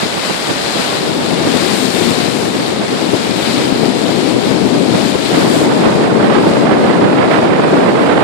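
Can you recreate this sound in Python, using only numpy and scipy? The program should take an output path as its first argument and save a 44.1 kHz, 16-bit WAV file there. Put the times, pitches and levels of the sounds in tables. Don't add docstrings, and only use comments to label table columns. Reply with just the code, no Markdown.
import sys
import numpy as np
from scipy import signal
from scipy.fft import rfft, irfft, next_fast_len
from scipy.io import wavfile
from scipy.ndimage import uniform_filter1d, map_coordinates

SR = 44100
rng = np.random.default_rng(int(sys.argv[2]) if len(sys.argv) > 2 else 0)


def linear_from_db(decibels):
    return 10 ** (np.asarray(decibels, float) / 20)


def generate_wav(signal):
    frames = np.transpose(np.atleast_2d(signal))
    scaled = np.clip(frames, -1, 1) * 32767
    pcm = np.round(scaled).astype(np.int16)
    wavfile.write(sys.argv[1], SR, pcm)


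N = 362943

# time in seconds, level in dB.
SURF_LEVEL = [(0, -25), (1.0, -25), (1.2, -27), (1.4, -26), (1.6, -25.5), (2.05, -25), (2.2, -26.5),
              (2.8, -29), (3.6, -25.5), (3.8, -28), (4.85, -29.5), (4.98, -26.5), (5.6, -25.5),
              (5.7, -32.5), (5.8, -28.5), (6.1, -33.5), (7.2, -35.5), (8.23, -37.5)]
# centre in seconds, lift in dB, length in ms.
SPRAY_CRESTS = [
    (.4, 0.5, 170),
    (1.4, -1, 53),
    (1.9, 3, 330),
    (2.4, 2.5, 170),
    (5.0, 0.5, 140),
    (5.56, 3.5, 200),
    (6.3, -0.5, 40),
    (8.1, 1.5, 370),
]
# frequency in Hz, response in dB.
OPEN_PORT_COLOUR = [(60, -5.5), (250, -4), (700, 1), (1400, -3), (2000, -4.5), (2700, -3.5), (3300, -2),
                    (4000, -0.5), (5000, -4), (6000, -11.5), (7500, -8.5), (9500, -13), (12500, -23.5),
                    (14600, -22), (14900, -62)]
SHADED_PORT_COLOUR = [(60, -15), (300, -11), (700, 1.5), (900, -4), (1700, -8), (2200, -5.5), (2600, -9),
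                      (3000, -17), (5200, -25), (6300, -35), (7500, -27.5), (11500, -29.5), (12500, -72),
                      (15000, -83)]
# time in seconds, strength in dB, left over right in dB, gustiness in dB.
WIND_COURSE = [(0, -28, -4, 0), (.45, -25.5, 2, 1), (.85, -24, -3.5, -0.5), (1.15, -19.5, 6.5, 0.5),
               (1.5, -16.5, 10.5, 0), (1.7, -17, 17, -3), (2.2, -17, 14.5, -3), (2.6, -19, 9, 0),
               (2.85, -20, 6.5, 2), (3.4, -18, 12.5, 0), (3.65, -18, 8, -3), (4.3, -15.5, 16, 1),
               (4.9, -14.5, 11, -2), (5.25, -18.5, 13, 5), (5.37, -14.5, 6, -1.5), (6.3, -13.5, 4, 0),
               (7.0, -14, 2, -1), (8.23, -15, -2.5, -0.3)]
# frequency in Hz, level in dB per Hz.
BUFFET_SPECTRUM = [(20, -55), (45, -31), (130, -7), (200, -2), (290, -1), (420, -5), (600, -12.5),
                   (1000, -21), (2000, -91)]
# frequency in Hz, level in dB per Hz.
LEFT_RASP_SPECTRUM = [(150, -25), (400, 1.5), (600, 2), (900, -8), (1400, -17.5), (2500, -28), (6000, -58)]
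RIGHT_RASP_SPECTRUM = [(150, -33), (450, 2.5), (700, 1), (1200, -3), (2000, -9.5), (3500, -19), (5000, -31),
                       (6500, -49), (12000, -82)]
# centre in seconds, level in dB, length in ms.
LEFT_PORT_PUFFS = [(0.062, -13.5, 16), (0.172, -21, 17), (0.501, -19, 29), (0.769, -13, 13),
                   (0.799, -11, 9), (2.409, -14, 14), (2.567, -8, 9.7), (2.592, -14, 8.8), (2.726, -10, 9),
                   (2.917, -14, 6.3), (3.029, -12, 24), (3.145, -4.5, 19), (3.725, -4, 8.1),
                   (3.803, -21, 10), (3.832, -7.5, 9.4), (3.861, -9, 7), (4.514, -3.5, 9.2),
                   (5.155, -6, 6.7), (5.35, -8, 10), (5.377, -6, 11), (6.846, -5, 9.3)]
RIGHT_PORT_PUFFS = [(0.032, -9.5, 11.5), (0.176, -12.5, 17), (0.305, -10.5, 14), (0.505, -10.5, 18),
                    (0.755, -13, 11), (1.476, -6, 11), (1.8, -17.3, 9), (2.119, -14, 11), (2.43, -12, 9.9),
                    (2.55, -10, 7.5), (2.603, -14, 9), (2.837, -10.5, 11), (2.933, -15, 24),
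                    (3.556, -18, 9.1), (3.582, -16, 9), (3.612, -10, 13), (3.761, -10, 12),
                    (4.092, -10, 10), (4.228, -17, 13), (4.36, -12, 9), (4.474, -9, 11), (4.757, -10.5, 20),
                    (4.95, -7, 11), (4.985, -13, 6.6), (5.16, -16, 9), (5.342, -10, 19), (6.302, -11, 19),
                    (6.473, -4, 13), (7.048, -6.0, 45), (7.388, -9, 6.9)]
# onset in seconds, peak level in dB, length in ms.
BRIGHT_TEARS = [
    (5.3294, -12, 69),
    (5.8391, -13, 88),
    (6.3155, -7, 87),
    (6.6438, -11, 40),
    (6.8694, -9.5, 60),
    (7.1886, -8, 79),
    (7.3178, -3, 61),
    (8.0985, -25, 55),
]


def unit(x):
    return x / np.sqrt(np.mean(x ** 2, axis=-1, keepdims=True) + 1e-20)


def along(points, hz):
    f, value = np.transpose(points)
    return np.interp(np.log(hz + 1), np.log(f + 1), value)


def curves(rows):
    seconds, *columns = np.transpose(rows)
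    return [np.interp(np.arange(N) / SR, seconds, column) for column in columns]


def wobble(rate):
    knots = rng.standard_normal(N // 64)
    return map_coordinates(knots, [np.arange(N) * rate / SR])


def filtered(x, response):
    size = next_fast_len(N + 8192)
    hz = np.fft.rfftfreq(size, 1 / SR)
    return irfft(rfft(x, size) * response(hz), size)[..., :N]


def dense_foam(patchy_db):
    spectrum = signal.stft(rng.standard_normal(N), nperseg=512)[2]
    field = uniform_filter1d(rng.standard_normal(spectrum.shape), size=8, axis=0)
    field = uniform_filter1d(field, size=10, axis=1)
    gain = linear_from_db(patchy_db * field / field.std())
    return unit(signal.istft(spectrum * gain, nperseg=512)[1][:N])


def near_bubbles(count, centre_hz, cycles, spread_db):
    when, size, pitch = rng.random((count, 3)).T
    hz = centre_hz * 2 ** (3 * (pitch - 0.5))[:, None]
    k = np.arange(160)
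    turns = hz * k / SR
    ring = np.sin(2 * np.pi * turns * (1 + 0.093 * turns / cycles))
    tone = ring * np.exp(-turns / cycles) * np.sqrt(hz)
    tone = tone * linear_from_db(-spread_db * np.log(size + 0.00072))[:, None]
    places = (when * N).astype(int)[:, None] + k
    return unit(np.bincount(places.ravel(), tone.ravel())[:N])


def foam():
    near = near_bubbles(count=14000, centre_hz=3980, cycles=2.8, spread_db=3)
    return dense_foam(patchy_db=0.56) + linear_from_db(-12) * near


def surf():
    level_db, = curves(SURF_LEVEL)
    t = np.arange(N) / SR
    fizz_db = -0.5
    for centre, lift_db, ms in SPRAY_CRESTS:
        fizz_db = fizz_db + lift_db * np.exp(-0.5 * ((t - centre) / (ms / 2000)) ** 2)
    churn_db = 0.81 * wobble(8) + 0.5 * wobble(20)
    both = np.array([foam(), foam()])
    heard = filtered(both, lambda hz: linear_from_db([along(OPEN_PORT_COLOUR, hz), along(SHADED_PORT_COLOUR, hz)]))
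    wash = filtered(heard, lambda hz: 1 / (1 + (hz / 6100) ** 16))
    fizz = heard - wash
    return linear_from_db(level_db + churn_db + 17) * (wash + linear_from_db(fizz_db) * fizz)


def puffs(rows, air):
    size, half = 4096, 2048
    out, k = np.zeros(N + size), np.arange(size)
    for centre, db, ms in rows:
        bell = np.exp(-0.5 * ((k - half) / (0.52 * ms * SR / 1000)) ** 2)
        wanted = round(centre * SR) - half
        start = max(wanted, 0)
        lost = start - wanted
        source = start % (N - size)
        piece = bell * air[:, source:source + size].sum(axis=0)
        piece = linear_from_db(db) * piece * np.linalg.norm(bell) / np.linalg.norm(piece)
        out[start:start + size - lost] += piece[lost:]
    return out[:N]


def port_wind(buffet_db, rasp_db, rasp, rows, lump_db, tear_db, puff_rasp_db):
    air = unit(filtered(rng.standard_normal((4, N)),
                        lambda hz: linear_from_db([along(BUFFET_SPECTRUM, hz), along(rasp, hz)] * 2)))
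    lumps = lump_db * (0.9 * wobble(18) + wobble(45))
    thud = unit(linear_from_db(lumps) * air[0])
    tear = unit(linear_from_db(lumps + tear_db * wobble(140)) * air[1])
    gusts = linear_from_db(buffet_db) * (linear_from_db(0.5) * thud + linear_from_db(rasp_db + 2) * tear)
    return gusts + puffs(rows, air[2:] * linear_from_db([[0], [puff_rasp_db]]))


def wind():
    wind_db, veer_db, gusty_db = curves(WIND_COURSE)
    left_share = 1 / (1 + linear_from_db(-2 * veer_db))
    left_db, right_db = wind_db + 6 + 10 * np.log10([left_share, 1 - left_share])
    rasp_db = 1.26 * (right_db + 19) + gusty_db
    left_db = left_db + 0.3 * wobble(5)
    right_db = right_db - 1 + 0.3 * wobble(5)
    left = port_wind(left_db, rasp_db - 26 - left_db, LEFT_RASP_SPECTRUM, LEFT_PORT_PUFFS,
                     lump_db=0.95, tear_db=1.0, puff_rasp_db=-11.0)
    right = port_wind(right_db, rasp_db - 23 - right_db, RIGHT_RASP_SPECTRUM, RIGHT_PORT_PUFFS,
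                      lump_db=1.0, tear_db=1.8, puff_rasp_db=-8.5)
    return np.array([left, right])


def tears():
    air = filtered(rng.standard_normal((1, N)),
                   lambda hz: linear_from_db(along(RIGHT_RASP_SPECTRUM, hz)) * hz / (hz + 900))
    air = air * linear_from_db(2.8 * wobble(150))
    return puffs([(onset + 0.03, db - 7.5, ms) for onset, db, ms in BRIGHT_TEARS], air)


def scene():
    gusts = wind()
    gusts[1] += tears()
    return surf() + gusts


def coarse_spectrum(x):
    size, grid = 1024, 432
    k, t = np.arange(size) + 0.5, np.arange(2 * size) + 0.5
    window = np.sin(np.pi * t / (2 * size))[:, None]
    basis = np.sqrt(2 / size) * window * np.cos(np.pi / size * np.outer(t + size / 2, k))
    padded = np.pad(x, ((0, 0), (2 * size - grid, 2 * size - (N - grid) % size)))
    blocks = padded.reshape(2, -1, size)
    lines = np.concatenate([blocks[:, :-1], blocks[:, 1:]], axis=2) @ basis
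    power = np.mean(lines[:1, :, size // 8:] ** 2, axis=2, keepdims=True)
    treble_db = 10 * np.log10(uniform_filter1d(power, size=9, axis=1) + 1e-12)
    port_db = np.array([-31, -37])[:, None, None]
    step = linear_from_db(port_db + 11 * k / size + 0.55 * (treble_db - treble_db.mean()))
    rounded = np.sign(lines) * np.floor(np.abs(lines) / step + 0.4) * step
    frames = rounded @ basis.T
    first = np.pad(frames[..., :size], ((0, 0), (0, 1), (0, 0)))
    second = np.pad(frames[..., size:], ((0, 0), (1, 0), (0, 0)))
    return (first + second).reshape(2, -1)[:, 2 * size - grid:][:, :N]


def roll_off(x):
    return signal.sosfilt(signal.butter(12, 15200, fs=SR, output="sos"), x)


def record(dry):
    cut = filtered(dry, lambda hz: hz ** 2 / (hz ** 2 + 55 ** 2))
    clipped = cut / (1 + np.abs(cut / 1.01) ** 14) ** (1 / 14)
    mix = coarse_spectrum(clipped)
    return roll_off(mix)


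dry = scene()
out = record(dry)
generate_wav(out)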